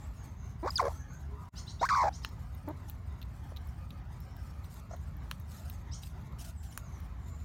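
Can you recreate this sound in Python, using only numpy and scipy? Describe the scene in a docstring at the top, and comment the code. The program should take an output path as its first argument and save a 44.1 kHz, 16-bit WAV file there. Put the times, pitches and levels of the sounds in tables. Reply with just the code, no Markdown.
"""Squirrel gnawing a nut

A red squirrel on a log, very close, gives two fluttering squeals, a squeak and soft grunts: a pulsed
voice filtered by the throat. It gnaws a nut: noise bursts make the tooth ticks, grained noise the dry
rasping, and struck damped modes the three cracks of the shell. Small birds call thinly in the trees
as gliding tones with a diffuse echo, over a steady low rumble and a soft hush of shaped noise."""
import sys
import numpy as np
from scipy import signal
from scipy.fft import rfft, irfft
from scipy.io import wavfile
from scipy.ndimage import uniform_filter1d

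SR = 44100
rng = np.random.default_rng(int(sys.argv[2]) if len(sys.argv) > 2 else 0)


def unload_audio(sound):
    """Save the sound as a 16-bit wav file, at the path given as the first command line argument."""
    columns = np.transpose(np.atleast_2d(sound))
    # keep every value between -1 and 1, then stretch to whole-number steps
    steps = np.round(np.clip(columns, -1, 1) * 32767)
    wavfile.write(sys.argv[1], SR, steps.astype(np.int16))


N = 328104   # length [samples]

# Levels in the tables are relative: the functions balance the layers further.
# far rumble: (frequency [Hz], spectral density [dB])
RUMBLE_SPECTRUM = [(13, -77), (22, -46), (27, -14), (29, -22), (34, -39), (45, -2.5), (70, 3), (102, -4),
                   (173, -11.5), (200, -17.5), (259, -20), (320, -37.5), (420, -36), (700, -120)]
# hush of the wood: (frequency [Hz], spectral density [dB])
HUSH_SPECTRUM = [(160, -53), (280, 0.5), (481, -7), (722, -2), (1260, -4), (1550, -9), (2100, -11.5),
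                 (2620, -17.5), (2940, -19), (3370, -21.5), (3610, -21), (7470, -29), (7990, -49),
                 (14200, -30), (16000, -37)]
RUMBLE_DB, HUSH_DB = -42.5, -59.5
# brief dip of the whole sound: (time [s], level [dB])
LEVEL_DIP = [(1.488, 0), (1.498, -35), (1.515, -35), (1.54, 0)]
CUTOFF_HZ = 16200

# faint wavering tones in the distance:
# (start [s], length [s], first pitch [Hz], last pitch [Hz], level [dB])
DISTANT_TONES = [(.92, 0.055, 1325, 1293, -59), (.99, 0.076, 1653, 1675, -61),
                 (1.10, 0.056, 1494, 1564, -59.5), (1.26, 0.13, 390, 441, -60.5),
                 (1.30, 0.228, 1013, 967, -60), (1.36, 0.098, 1203, 1210, -58)]
# phrases of thin far whistles: (start [s], notes [count], time per note [s], first pitch [Hz],
# glide within a note [semitones], step to the next note [semitones], level [dB])
WHISTLE_PHRASES = [(0, 1, 0.081, 7330, 1, 0, -66.5), (0.151, 2, .21, 6670, -0.8, -.5, -66),
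                   (.93, 2, 0.15, 6310, .2, .3, -62), (4.19, 4, 0.088, 5230, 1, 0, -70),
                   (5.725, 1, 0.056, 6690, -1.4, 0, -66), (6.559, 5, .09, 8060, -2, -1, -65.5),
                   (7.21, 1, 0.33, 7200, -0.4, 0, -67.5)]
WHISTLE_SHARE = .75   # part of its time that a note sounds
# rising hoarse bird chirps: (time [s], resonance at the start [Hz], level [dB])
BIRD_CHIRPS = [(1.552, 3700, -47), (1.665, 3120, -48), (1.790, 3250, -47.5), (2.12, 4266, -51),
               (2.215, 3720, -52.5), (4.893, 6100, -60.5), (5.911, 4930, -46.5)]
# partials of a chirp: (multiple of the pitch [ratio], level [dB])
HOARSE_PARTIALS = [(3, 5), (4, 7), (5, 2), (5.5, -1.5), (6, 3.5), (7.5, -2.5), (8, -1)]
# nominal pitch at the ends of a chirp, and the resonance of the open beak
CHIRP_S, CHIRP_FIRST_HZ, CHIRP_LAST_HZ, OPEN_BEAK_HZ = .057, 830, 1157, 7030
CHIRP_WAVER = .024   # spread of each partial's frequency, as a share

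# scraping noise: (frequency [Hz], spectral density [dB])
RASP_SPECTRUM = [(1800, 0), (3000, 1.5), (4500, 3), (7000, 4), (9300, 2), (10600, -1), (13000, 1),
                 (16000, -2)]
# scraping strokes of claws and teeth: (start [s], length [s], level [dB])
SCRAPE_STROKES = [(0.229, 0.045, -56.5), (0.7, 0.28, -51.5), (1.847, 0.043, -56), (1.95, 0.21, -62.5),
                  (2.66, 0.022, -60), (2.878, 0.032, -58.5), (4.696, .1, -57.5), (5.508, 0.28, -57),
                  (6.015, 0.08, -53.5), (6.384, 0.06, -47.5), (6.44, 0.056, -46), (6.628, 0.044, -49.5),
                  (6.704, 0.091, -56)]
# a stroke bites in, weakens and lets go
STROKE_ATTACK_S, STROKE_RELEASE_S, STROKE_FADE_DB = 0.01, 0.033, 12
RUSTLE_DB = -70   # relative level of the faint rubbing beneath the strokes

# the clearest tooth ticks: (time [s], bright edge level [dB], nut body level [dB])
CLEAR_TICKS = [(2.289, -46, -64), (2.549, -43, -69), (2.687, -37, -62), (2.898, -28, -54),
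               (3.2166, -43, -52.5), (3.227, -43, -50), (3.5633, -40, -49.5), (3.57, -39, -47.5),
               (3.672, -42, -74), (3.9058, -43, -49.5), (4.2043, -40, -71), (4.367, -45, -67),
               (4.742, -41, -73), (5.168, -49, -73), (5.4004, -39, -70), (5.699, -29.5, -51.5),
               (6.0337, -42, -49.5), (7.003, -39, -66)]
# dull part of a tick: (frequency [Hz], spectral density [dB])
TICK_BODY_SPECTRUM = [(1200, -22), (2400, 8), (3900, 19), (5000, 3), (7000, -4), (11000, -44)]
# bright part of a tick: (frequency [Hz], spectral density [dB])
TICK_EDGE_SPECTRUM = [(4000, -2), (7000, -33), (9300, -7), (10600, -1), (13000, 13.5), (16000, 9)]
TICK_TAIL_S = .011
GNAW_START_S, FAINT_TICKS_PER_S = 4.4, 2.5   # fainter ticks fall at random, at this mean rate
FAINT_EDGE_DB, FAINT_BODY_DB, FAINT_SPREAD_DB = -53, -65, 2.5   # relative levels

# shell cracks: (time [s], peak level [dB], middle modes [dB], high modes [dB])
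SHELL_CRACKS = [(2.248, -23, -0.5, -7), (5.3130, -25, -2.5, -2), (6.776, -23.5, -10, 5.5)]
# damped modes of the shell: (frequency [Hz], bandwidth [Hz], level [dB])
SHELL_MODES = [(970, 340, -4), (1600, 710, 2.5), (2740, 1560, 10), (3880, 1150, 6), (6400, 1100, -5.5),
               (9650, 630, -8.5), (12850, 2600, -4), (15100, 860, -6.5)]

# transfer function of the throat: (frequency [Hz], gain [dB])
THROAT_GAIN = [(300, 8.5), (600, 4.5), (1000, 0.5), (1400, -12), (2250, -20), (2900, -50), (3800, -30.5),
               (4600, -29), (5900, -29.5), (6800, -42), (9500, -54.5), (16000, -76)]
# air rushing through the throat: (frequency [Hz], spectral density [dB])
THROAT_AIR_SPECTRUM = [(300, -21), (1000, 26), (1500, -13), (2200, -9), (3000, -16), (4800, -8), (7000, 17),
                       (10000, -27.5), (16000, 4)]
# flutter rate, slower while the voice is slack: (pitch [Hz], rate [flutters/s])
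FLUTTER_RATE = [(800, 74), (950, 88)]
# flutter, slight in the lowest voice, deepest just above it and dying away as the pitch rises:
# (pitch [Hz], depth [0-1])
FLUTTER_AMOUNT = [(340, .1), (450, 1), (520, 1), (750, .65), (1100, .35), (1500, .03)]
WHISTLE_REGISTER_HZ = 2000   # no flutter from here up
# two squeals, each a rise and a fall; the first fall opens with a whistle, then the voice breaks.
# One curve a syllable: (time [s], pitch [Hz], level [dB], rasp [0-1])
SQUEAL_CURVES = [
    [(.629, 298, -37.5, 0.08), (.662, 423.4, -34.5, 0), (.672, 746.5, -33.5, 0.7), (.682, 1233, -30, 0.8),
     (.688, 1256, -40.5, 1), (.698, 1134, -38, 1)],
    [(.757, 5300, -27.5, 0), (.773, 4440, -34, .03), (.777, 3670, -41, .15), (.783, 3330, -29.5, 0.23)],
    [(.786, 1512, -35, 0.16), (.794, 1294, -33, 0.07), (.798, 1060, -20.5, 0.1), (.806, 988, -26, 0.18),
     (.809, 789.6, -32, 0.84), (.822, 497.3, -34, 0.48), (.883, 460, -33, 0.63), (.888, 947, -47, 1),
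     (.922, 790, -49, 0.75)],
    [(1.812, 499.4, -34.5, 0.71), (1.823, 718, -31.5, 0.66), (1.833, 951, -24, 0.32),
     (1.849, 1096, -28, 0.27), (1.856, 1516, -36, 0.33), (1.871, 1780, -38, .5)],
    [(1.889, 1644, -31, 1), (1.912, 1118, -26.5, .12), (1.945, 1107, -25, 0.17), (1.951, 1576, -33, 0.1),
     (1.956, 1087, -27, 0.07), (2.033, 949, -26, 0.2), (2.040, 700, -28.5, 0.53), (2.093, 791, -29, 0.42)],
]
# a squeak and soft grunts: (start [s], length [s], pitch [Hz], level [dB], rasp [0-1])
SHORT_NOTES = [(0.705, 0.0053, 5080, -33.5, 0), (2.676, 0.04, 309, -35.5, 0.52),
               (3.517, 0.0093, 460, -45, .8), (4.908, .016, 598, -45.5, 0.23),
               (4.933, 0.018, 633, -42.5, 0.04)]
NOTE_SAG, NOTE_FADE_DB = 0.0484, 7.5   # share of pitch, and level, that a short note loses by its end


def from_db(db):
    """Amplitude gain is ten to the power of decibels over twenty."""
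    return 10 ** (np.asarray(db) / 20)


def rms_one(x):
    """Dividing by the root mean square gives unit power."""
    return x / np.sqrt(np.mean(x ** 2) + 1e-20)


def in_time(rows):
    """Linear interpolation turns breakpoints into a curve, sample by sample."""
    return np.interp(np.arange(N) / SR, *np.transpose(rows))


def gain_at(spectrum, hz):
    """A spectrum's gain is read in decibels along a logarithmic frequency axis."""
    points_hz, db = np.transpose(spectrum)
    return from_db(np.interp(np.log(hz + 1e-9), np.log(points_hz), db))


def noise(spectrum, size):
    """Filtered white noise of unit power falls steeply beyond the ends of its spectrum."""
    hz = np.arange(size // 2 + 1) * SR / size + 1e-3
    low_skirt = 1 + (spectrum[0][0] / hz) ** 12
    high_skirt = 1 + (hz / spectrum[-1][0]) ** 12
    response = gain_at(spectrum, hz) / np.sqrt(low_skirt * high_skirt)
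    return rms_one(irfft(rfft(rng.standard_normal(size)) * response, size))


def drift(rate, size):
    """A random modulator joins normal values of spread 1, drawn rate times a second, by straight lines."""
    knots = rng.standard_normal(size // 8 + 2)
    return np.interp(np.arange(size) * rate / SR, np.arange(len(knots)), knots)


def add(out, s, sound):
    """Superposition: a sound is summed in at its time."""
    at = max(round(s * SR), 0)
    out[at:at + len(sound)] += sound[:max(N - at, 0)]


def soften(x, seconds):
    """Two moving averages round the corners of a control."""
    width = max(int(seconds * SR), 1)
    return uniform_filter1d(uniform_filter1d(x, width), width)


def patchy(x, depth_db, rate):
    """Slow modulation of six interleaved sets of narrow bands makes a noise uneven, at unit power."""
    spectrum, hz = rfft(x), np.arange(N // 2 + 1) * SR / N
    band_set = np.floor(8 * np.log2(1 + hz / 500)) % 6
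    total = np.zeros(N)
    for k in range(6):
        total += irfft(spectrum * (band_set == k), N) * from_db(depth_db * drift(rate, N))
    return rms_one(total)


def background():
    """Broadband ambience: a far steady rumble plus a soft hush whose narrow bands wander in level."""
    rumble = from_db(RUMBLE_DB) * noise(RUMBLE_SPECTRUM, N)
    hush = from_db(HUSH_DB) * patchy(noise(HUSH_SPECTRUM, N), depth_db=4, rate=18)
    return rumble + hush


def trees(x, t60):
    """Scattering by trunks and leaves: convolution with decaying noise gives a short diffuse echo."""
    age = np.arange(SR // 2) / SR
    build_up = 1 - np.exp(-age / 0.0061)
    echo = rng.standard_normal(len(age)) * from_db(-60 * age / t60) * build_up
    unit_energy = rms_one(echo) / np.sqrt(len(age))
    return signal.fftconvolve(x, unit_energy)[:N]


def whistles(notes, waver, level_db):
    """Frequency modulation: a thin gliding sine has an unsteady pitch."""
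    out = np.zeros(N)
    for s, length, first_hz, last_hz, db in notes:
        u = np.linspace(0, 1, int(length * SR))
        glide = first_hz + (last_hz - first_hz) * u
        pitch = glide * (1 + waver * drift(450, SR)[:len(u)])
        tone = np.sin(2 * np.pi * np.cumsum(pitch) / SR)
        add(out, s, from_db(db + level_db) * rms_one(tone * np.sqrt(u * (1 - u))))
    return out


def phrase_notes():
    """Equal frequency ratios: a bird repeats one gliding note at an even pace, its pitch stepping."""
    semitone, notes = 2 ** (1 / 12), []
    for s, count, pace, hz, glide, step, db in WHISTLE_PHRASES:
        for k in range(round(count)):
            first_hz = hz * semitone ** (k * step)
            last_hz = hz * semitone ** (k * step + glide)
            notes.append((s + k * pace, WHISTLE_SHARE * pace, first_hz, last_hz, db))
    return notes


def chirps(hoarse_db=5.0, focus=0.074, variety=0.0245):
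    """Moving resonance: an opening beak sweeps up through hoarse partials as the pitch rises and levels."""
    out, u = np.zeros(N), np.linspace(0, 1, int(CHIRP_S * SR))
    for s, first_peak_hz, db in BIRD_CHIRPS:
        rise = CHIRP_LAST_HZ + (CHIRP_FIRST_HZ - CHIRP_LAST_HZ) * (1 - u) ** 2
        pitch = rise * (1 + variety * rng.uniform(-0.85, 1))
        beak = first_peak_hz + (OPEN_BEAK_HZ - first_peak_hz) * u
        tone = 0
        for k, partial_db in HOARSE_PARTIALS:
            hz = k * pitch * (1 + CHIRP_WAVER * drift(886, SR)[:len(u)])
            strength = from_db(partial_db + hoarse_db * drift(235, SR)[:len(u)])
            resonance = 1 / np.hypot(1, np.log(hz / beak) / focus)
            tone = tone + strength * resonance * np.sin(2 * np.pi * np.cumsum(hz) / SR)
        add(out, s, from_db(db) * rms_one(tone * np.sin(np.pi * u)))
    return out


def rasping(level_db=-3, grain_db=1.5, scrape_db=2.5, restless_db=3.0):
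    """Friction: teeth and claws scrape in uneven grains; the colour shifts as the contact moves."""
    pressure = from_db(RUSTLE_DB + restless_db * drift(14, N))
    age = np.arange(SR // 2) / SR
    for s, length, db in SCRAPE_STROKES:
        attack = np.minimum(age / STROKE_ATTACK_S, 1)
        release = np.clip(1 + (length - age) / STROKE_RELEASE_S, 0, 1)
        weakening = from_db(db - STROKE_FADE_DB * age / length)
        add(pressure, s, attack * release * weakening)
    grains = rms_one(from_db(grain_db * drift(900, N) + scrape_db * drift(70, N)))
    scrape = patchy(noise(RASP_SPECTRUM, N), depth_db=5, rate=55)
    return from_db(level_db) * pressure * grains * scrape


def faint_ticks(count=24):
    """Random intervals: light touches of the teeth, as rows like those of the clear ticks."""
    times = GNAW_START_S + np.cumsum(rng.uniform(0, 2, count)) / FAINT_TICKS_PER_S
    offsets_db = FAINT_SPREAD_DB * rng.standard_normal(count)
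    return [(s, FAINT_EDGE_DB + db, FAINT_BODY_DB + db) for s, db in zip(times, offsets_db)]


def ticks(body_db=1, edge_db=-7, body_s=0.0036, edge_s=0.00087, tail_db=-21):
    """Brittle fracture: a tooth chips off a flake in a tiny noise burst with a short crumbling tail."""
    out, age = np.zeros(N), np.arange(SR // 20) / SR
    tail = from_db(tail_db) * np.exp(-age / TICK_TAIL_S)
    body_decay = np.exp(-age / body_s) + tail
    edge_decay = np.exp(-age / edge_s) + tail
    for s, treble_db, nut_db in list(CLEAR_TICKS) + faint_ticks():
        body = from_db(nut_db + body_db) * noise(TICK_BODY_SPECTRUM, len(age)) * body_decay
        edge = from_db(treble_db + edge_db) * noise(TICK_EDGE_SPECTRUM, len(age)) * edge_decay
        add(out, s, body + edge)
    return out


def cracks(crumb_db=-32, crumb_s=0.0078, level_db=1, split_s=.0007, split_db=-4):
    """Impulse response: a snap, a split an instant later and crumbs ring the shell's heavily damped modes."""
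    out, age = np.zeros(N), np.arange(SR // 30) / SR
    for s, db, middle_db, high_db in SHELL_CRACKS:
        push = from_db(crumb_db) * rng.standard_normal(len(age)) * np.exp(-age / crumb_s)
        push[0] += 1
        push[round(split_s * SR)] += from_db(split_db)
        # where the shell breaks decides which modes take the blow
        colour = [(1500, 0), (2700, middle_db), (4000, middle_db), (7000, high_db)]
        ring = np.zeros(len(age))
        for k, (hz, width, mode_db) in enumerate(SHELL_MODES):
            strength = (-1) ** k * from_db(mode_db) * gain_at(colour, hz)
            ring += strength * np.exp(-np.pi * width * age) * np.sin(2 * np.pi * hz * age)
        snap = signal.fftconvolve(push, ring)[:len(age)]
        add(out, s, from_db(db + level_db) * snap / np.abs(snap).max())
    return out


def syllables():
    """Pitch and level contours: the squeals, and the short notes, which sag and fade."""
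    curves = list(SQUEAL_CURVES)
    for s, length, hz, db, rasp in SHORT_NOTES:
        end = (s + length, hz * (1 - NOTE_SAG), db - NOTE_FADE_DB, rasp)
        curves.append([(s, hz, db, rasp), end])
    return curves


def fluttered(curve, bend=.625):
    """Joint modulation: below the whistle register, flutter pulls pitch and level down in arches."""
    times, *columns = np.transpose(curve)
    clock = np.arange(times[0], times[-1], 1 / SR)
    pitch, db, rasp = [np.interp(clock, times, column) for column in columns]
    depth = np.clip(np.interp(pitch, *np.transpose(FLUTTER_AMOUNT)), 0, 1)
    rate = np.interp(pitch, *np.transpose(FLUTTER_RATE)) * (pitch < WHISTLE_REGISTER_HZ)
    arch = np.abs(np.sin(np.pi * np.cumsum(rate) / SR)) - 2 / np.pi   # less the mean of an arch
    throb = np.maximum(1 + 1.5 * depth ** 1.5 * arch, 0)
    return pitch * (1 + bend * np.minimum(depth, .6) * arch), from_db(db) * throb, rasp


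def squeals(jitter=0.176, shimmer=0.36, air_db=-34, rasp_air_db=-26.0, overtone_db=4.5, hiss_hz=850):
    """Source and filter: a tiny larynx slides and jumps; its pulses and escaping air pass the throat."""
    controls = np.zeros((4, N))
    for curve in syllables():
        pitch, level, rasp = fluttered(curve)
        for track, values in zip(controls, (np.ones(len(pitch)), pitch, level, rasp)):
            add(track, curve[0][0], values)
    gate, pitch, level, rasp = [soften(track, .0012) for track in controls]
    # only the voiced samples are computed; dividing by the gate averages overlaps
    on = gate > 1e-3
    pitch, rasp = pitch[on] / gate[on], rasp[on] / gate[on]
    level = level[on] / np.maximum(gate[on], 1)
    size = len(pitch)

    # rasp makes the cycles uneven in length and strength
    pitch = pitch * (1 + jitter * (rasp + 0.069) * drift(900, size))
    level = level * (1 + shimmer * rasp * drift(700, size))
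    phase = 2 * np.pi * np.cumsum(pitch) / SR
    orders = np.arange(1, 15)[:, None]
    # the higher the overtone, the more its strength wanders
    wander_db = np.array([drift(128.5, size) for _ in orders])
    wander = from_db(overtone_db * (1 - 1 / orders) * wander_db)
    overtone_hz = orders * pitch
    weights = wander * gain_at(THROAT_GAIN, np.abs(overtone_hz)) * (overtone_hz < CUTOFF_HZ)
    # the throat delays the overtones, which rounds each pulse
    pulses = np.sum(weights * np.cos(orders * phase - np.pi * np.log(orders)), axis=0)
    tone = pulses / np.sqrt(np.sum(weights ** 2, axis=0) / 2 + 1e-20)

    # air escapes once a cycle and follows the flutter only loosely
    puffs = noise(THROAT_AIR_SPECTRUM, N)[:size] * (1 + np.cos(phase))
    air = puffs * (from_db(air_db) + rasp * from_db(rasp_air_db))
    # tight notes hiss more than slack ones, but the highest notes are free of air
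    air = air * np.clip(pitch / hiss_hz, .3, 1.5) * (pitch < 3000)
    out = np.zeros(N)
    out[on] = level * tone + soften(level, 0.021) * air
    return out


def scene():
    """Direct-to-diffuse ratio: the squirrel is near and almost dry, the distant sounds echo in the trees."""
    far_whistles = whistles(phrase_notes(), waver=0.034, level_db=1.0)
    far_tones = whistles(DISTANT_TONES, waver=0.049, level_db=1.5)
    distant = chirps() + far_whistles + far_tones
    far = from_db(-5.5) * distant + from_db(-6.5) * trees(distant, t60=0.23)
    squirrel = rasping() + ticks() + cracks() + squeals()
    near = squirrel + from_db(-27) * trees(squirrel, t60=.2)
    return (background() + far + near)[None]


def record(dry):
    """Gain and low-pass filtering: the level dips once, briefly; the top is cut."""
    top_cut = signal.ellip(10, .1, 70, CUTOFF_HZ, fs=SR, output="sos")
    return signal.sosfilt(top_cut, dry * from_db(in_time(LEVEL_DIP)))


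dry = scene()
out = record(dry)
unload_audio(out)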